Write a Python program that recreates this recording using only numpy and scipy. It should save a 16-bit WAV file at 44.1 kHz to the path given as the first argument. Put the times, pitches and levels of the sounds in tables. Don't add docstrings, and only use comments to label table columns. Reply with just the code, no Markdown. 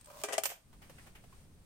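import sys
import numpy as np
from scipy import signal
from scipy.fft import rfft, irfft, next_fast_len
from scipy.io import wavfile
from scipy.ndimage import uniform_filter1d

SR = 44100
rng = np.random.default_rng(int(sys.argv[2]) if len(sys.argv) > 2 else 0)


def wrap_up_sound(samples):
    columns = np.atleast_2d(samples).T
    tamed = np.clip(columns, -1, 1)
    steps = np.round(tamed * 32767).astype(np.int16)
    wavfile.write(sys.argv[1], SR, steps)


N = 72765

RUMBLE_LEVELS = [(.22, -63.5), (.3, -70.5), (.63, -70.5), (.68, -58.5)]
RUMBLE_COLOUR = [(45, -1), (170, -6), (380, -20.5), (3000, -41.5)]
ECHO_FADES = [(500, 0.32), (2500, 0.27), (14000, 0.17)]
STEREO_LIKENESS = [(200, 0.87), (600, 0.57), (1200, 0.083), (2500, 0.035)]

FUR_LEVELS = [(0, -66), (.68, -72.5), (1.04, -61.5), (1.15, -70), (1.39, -65), (1.49, -71.5)]
FUR_COLOUR = [(400, -3.5), (7600, -10.5), (8500, -2.5), (9500, -10), (15000, -20)]
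SCUFFS = [(.728, -59.5, .0024, .14, 960, 3.5), (.815, -55.5, 0.0071, 0.26, 2640, 3),
          (.895, -52.5, 0.0022, .11, 1550, -2.5), (.98, -54, 0.0056, 0.13, 1850, 12),
          (1.06, -55.5, 0.012, .14, 980, 2.5), (1.149, -54, 0.0051, 0.19, 2340, 5.5),
          (1.238, -56.5, 0.0013, 0.098, 556, 10), (1.326, -59, 0.0029, .11, 1070, 8)]
SCUFF_COLOUR = [(800, 0), (3000, -3.5), (3800, -10.5), (15000, -13)]

TICKS = [(0.011, -48.5), (0.0445, -48.5), (0.0582, -46)]
TICK_COLOUR = [(5400, -10.5), (7700, -5.5), (8400, 10), (9500, -16)]
SLIDE_LEVELS = [(.04, -103, -102), (.072, -58.5, -65), (.13, -54.5, -69.5), (.215, -55, -51),
                (.25, -54, -69)]
RUB_COLOUR = [(400, -31.5), (590, 9), (730, -11.5), (1000, 1.5), (1800, -18.5)]
HISS_COLOUR = [(7000, 3.5), (8400, 7), (12500, -10), (13650, 5), (14500, -0.5)]
GRIND_LEVELS = [(.255, -97), (.288, -41.5), (.363, -51.5), (.382, -52), (.4, -120)]
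GRIND_COLOUR = [(300, -20), (420, 11.5), (1000, 0.5), (3200, -9), (4200, -16), (9000, -7.5), (12000, -40)]

# start_s, level_db, pitch_hz, fade_s, side_db
THUMPS = [(.3802, -25.5, 645, 0.058, 9.5), (.5192, -30.5, 672, 0.017, 1), (.899, -49.5, 511, 0.042, -3)]
# start_s, crack_db, click_db, click_tilt_db_per_octave, side_db, box_db,
# favoured_hz, stretch (multiplies the fades of the shell and the box), coin_db
HITS = [(0.1013, -80, -56.5, -12, -11, -47, 1270, 0.84, -87),
        (.2367, -20.5, -31, 0, -4, -29, 415, 1.05, -72),
        (0.2855, -60, -38.5, -4.5, -3.5, -37.5, 510, 1.3, -64.5),
        (0.3247, -40, -34.5, -1, 0, -51, 520, 0.74, -87), (0.3309, -36, -32, 1.5, 4.5, -36, 540, 0.93, -70),
        (0.3377, -55, -34, -3.5, -4.5, -41, 825, 0.95, -72),
        (.3801, -31, -25, -0.1, .5, -27.5, 678, 0.61, -66),
        (0.4358, -25, -27.5, .5, -1, -69, 520, 0.8, -39), (0.4526, -50, -37.5, 3, -11, -45, 694, 0.88, -54),
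        (.4559, -21, -25.5, 0.1, -3, -39.5, 643, 0.67, -40),
        (.4915, -47, -42.5, -0.5, 1.5, -56.5, 553, 1.76, -57),
        (.5015, -45, -41.5, -2.5, -2.5, -50.5, 680, 2.05, -49.5)]
CRACK_COLOUR = [(600, -40), (4400, 0), (5450, 12), (6200, -16), (7200, 13.5), (11000, 2)]
CLICK_COLOUR = [(150, -19.5), (500, -0.5), (1200, -1.5), (3100, 2.5), (4000, -6.5), (5300, -0.5),
                (9000, 1.5), (11200, -8), (15000, -11.5), (15700, -23)]
BOX_PITCHES = [288, 412, 530, 597, 660, 773, 841, 1208, 1572, 1954, 2376]
BOX_NOTES = [(-7, 0.085, 0), (-3, 0.14, 6), (-5, 0.1, 1), (-3.5, 0.072, 0), (3.5, 0.082, 4),
             (-1.5, 0.081, 14), (-16, 0.17, -8), (0, 0.052, 18), (-7.5, 0.1, 11), (-15.5, 0.13, 11),
             (-7, 0.092, 23)]
COIN_PITCHES = [11870, 12520, 13440, 13490, 13650, 14420]
COIN_NOTES = [(-3, 0.087), (-14, 0.081), (-7, 0.27), (-9, .18), (-1, 0.14), (-6, 0.1)]
SIZZLE_COLOUR = [(11000, -16), (12600, -8), (13150, -15), (13450, 8), (14000, 4), (15000, -3), (15500, -20)]

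CLICK_RISE_S, CRACK_RISE_S, BOX_RISE_S, THUMP_RISE_S = 0.00062, 0.00014, 0.0011, 0.0016
SHELL_DB, SIZZLE_DB, ECHO_DB = -3.5, -1.5, -15
TOP_HZ = 15900


def amp(db):
    return 10 ** (np.asarray(db) / 20)


def unit(x):
    return x / np.sqrt(np.mean(x ** 2) + 1e-20)


def at_pitch(table, hz):
    pitches, values = np.transpose(table)
    return np.interp(np.log(hz + 1), np.log(pitches + 1), values)


def curves(table):
    times, *columns = np.transpose(table)
    return [np.interp(np.arange(N) / SR, times, column) for column in columns]


def bump(hz, centre_hz, octaves):
    return np.exp(-.5 * (np.log2((hz + 1) / centre_hz) / octaves) ** 2)


def rise(t, rise_s):
    return 1 - np.exp(-t / rise_s)


def fade(t, fade_s):
    return np.exp(-np.log(1000) * t / fade_s)


def pan(side_db):
    return amp(np.array([[side_db], [-side_db]]) / 2)


def noise(colour, size, boost_db=lambda hz: 0):
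    padded = next_fast_len(size)
    hz = np.fft.rfftfreq(padded, 1 / SR)
    width = np.arccos(np.clip(at_pitch(STEREO_LIKENESS, hz), -.98, .98)) / 2
    gain = amp(at_pitch(colour, hz) + boost_db(hz)) * [np.cos(width), np.sin(width)]
    white = rng.standard_normal((2, padded))
    middle, side = irfft(rfft(white) * gain, padded)[:, :size]
    return unit(np.array([middle + side, middle - side]))


def add(out, start_s, sound):
    i = max(round(start_s * SR), 0)
    out[:, i:i + sound.shape[1]] += sound[:, :N - i]


def ring(t, hz, fade_s, spread, drift=0):
    phase = rng.uniform(0, 2 * np.pi) + spread * rng.uniform(-0.18, 0.78, (2, 1))
    return np.sin(2 * np.pi * hz * t + phase + drift) * fade(t, fade_s)


def rumble():
    return amp(curves(RUMBLE_LEVELS)[0]) * noise(RUMBLE_COLOUR, N)


def room_echo(sound, delay_s=0.006):
    hz, t, spectrum = signal.stft(rng.standard_normal((2, SR // 2)), SR, nperseg=256)
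    fading = spectrum * fade(t, at_pitch(ECHO_FADES, hz)[:, None])
    tail = signal.istft(fading, SR, nperseg=256)[1]
    tail /= np.linalg.norm(tail[0])
    out = np.zeros((2, N))
    add(out, delay_s, signal.fftconvolve(sound, tail, axes=1))
    return out


def paw(squeak_s=1.3295, squeak_hz=1070, squeak_db=-55, squeak_width_s=0.0041):
    out, t = np.zeros((2, N)), np.arange(SR // 2) / SR
    for start_s, level_db, rise_s, fade_s, pitch_hz, boost_db in SCUFFS:
        stroke = np.minimum(t / rise_s, 1) * fade(np.maximum(t - rise_s, 0), fade_s)
        scuff = noise(SCUFF_COLOUR, len(t), lambda hz: boost_db * bump(hz, pitch_hz, octaves=0.52))
        add(out, start_s, amp(level_db) * stroke * scuff)
    from_peak_s = np.arange(N) / SR - squeak_s
    squeak = np.exp(-(from_peak_s / squeak_width_s) ** 2) * np.sin(2 * np.pi * squeak_hz * from_peak_s)
    fur = amp(curves(FUR_LEVELS)[0]) * noise(FUR_COLOUR, N)
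    return out + amp(squeak_db) * squeak + fur


def stick_and_slip(depth_db=2.2):
    jitter = unit(uniform_filter1d(rng.standard_normal(N), size=130))
    return unit(amp(depth_db * jitter))


def slide(end_s=0.26):
    ticks, t = np.zeros((2, N)), np.arange(SR // 10) / SR
    tick_shape = rise(t, CLICK_RISE_S) * fade(t, fade_s=0.025)
    for start_s, level_db in TICKS:
        add(ticks, start_s, amp(level_db) * tick_shape * noise(TICK_COLOUR, len(t)))
    rub_db, hiss_db = curves(SLIDE_LEVELS)
    sliding = (np.arange(N) / SR < end_s) * stick_and_slip()
    scrape = amp(rub_db) * noise(RUB_COLOUR, N) + amp(hiss_db) * noise(HISS_COLOUR, N)
    return ticks + sliding * scrape


def grind(lip_hz=1960, lip_db=20.5):
    scrape = noise(GRIND_COLOUR, N, lambda hz: lip_db * bump(hz, lip_hz, octaves=0.031))
    return pan(side_db=7) * amp(curves(GRIND_LEVELS)[0]) * stick_and_slip() * scrape


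def thin_bass(sound, below_hz=276):
    return signal.sosfilt(signal.butter(2, below_hz, "high", fs=SR, output="sos"), sound)


def thumps():
    out, t = np.zeros((2, N)), np.arange(SR // 5) / SR
    for start_s, level_db, pitch_hz, fade_s, side_db in THUMPS:
        note = rise(t, THUMP_RISE_S) * fade(t, fade_s) * np.sin(2 * np.pi * pitch_hz * t)
        add(out, start_s, amp(level_db) * pan(side_db) * note)
    return thin_bass(out)


def shell_click(t, tilt_db, favoured_hz, stretch):
    shape = fade(t, fade_s=0.0078) + amp(SHELL_DB) * fade(t, fade_s=0.1 * stretch)
    click = noise(CLICK_COLOUR, len(t), lambda hz: tilt_db * np.log2(hz + favoured_hz))
    return rise(t, CLICK_RISE_S) * shape * click


def box_ring(t, favoured_hz, stretch, favour_db=8):
    notes = 0
    for hz, (level_db, fade_s, side_db) in zip(BOX_PITCHES, BOX_NOTES):
        cut_db = favour_db * (1.5 - bump(hz, favoured_hz, octaves=0.33))
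        notes += amp(level_db - cut_db) * pan(side_db) * ring(t, hz, stretch * fade_s, spread=0.73)
    return rise(t, BOX_RISE_S) * notes


def coin_ring(t, blur_hz=45):
    notes = 0
    for hz, (level_db, fade_s) in zip(COIN_PITCHES, COIN_NOTES):
        waver = np.cumsum(rng.standard_normal(len(t))) * np.sqrt(2 * np.pi * blur_hz / SR)
        notes += amp(level_db) * ring(t, hz, fade_s, spread=4.4, drift=waver)
    sizzle = amp(SIZZLE_DB) * noise(SIZZLE_COLOUR, len(t)) * fade(t, fade_s=0.17)
    return rise(t, CLICK_RISE_S) * (notes + sizzle)


def clatter():
    out, t = np.zeros((2, N)), np.arange(SR // 2) / SR
    crack_shape = rise(t, CRACK_RISE_S) * fade(t, fade_s=0.0039)
    for start_s, crack_db, click_db, tilt_db, side_db, box_db, favoured_hz, stretch, coin_db in HITS:
        crack = amp(crack_db) * crack_shape * noise(CRACK_COLOUR, len(t))
        click = amp(click_db) * shell_click(t, tilt_db, favoured_hz, stretch)
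        box = amp(box_db) * box_ring(t, favoured_hz, stretch)
        coin = amp(coin_db) * coin_ring(t)
        add(out, start_s, pan(side_db) * (crack + click + box + coin))
    return thin_bass(out)


def scene():
    near = clatter() + thumps() + slide() + paw() + grind()
    return near + amp(ECHO_DB) * room_echo(near) + rumble()


def record(dry):
    padded = next_fast_len(N + SR // 2)
    kept = np.fft.rfftfreq(padded, 1 / SR) < TOP_HZ
    return irfft(rfft(dry, padded) * kept, padded)[:, :N]


dry = scene()
out = record(dry)
wrap_up_sound(out)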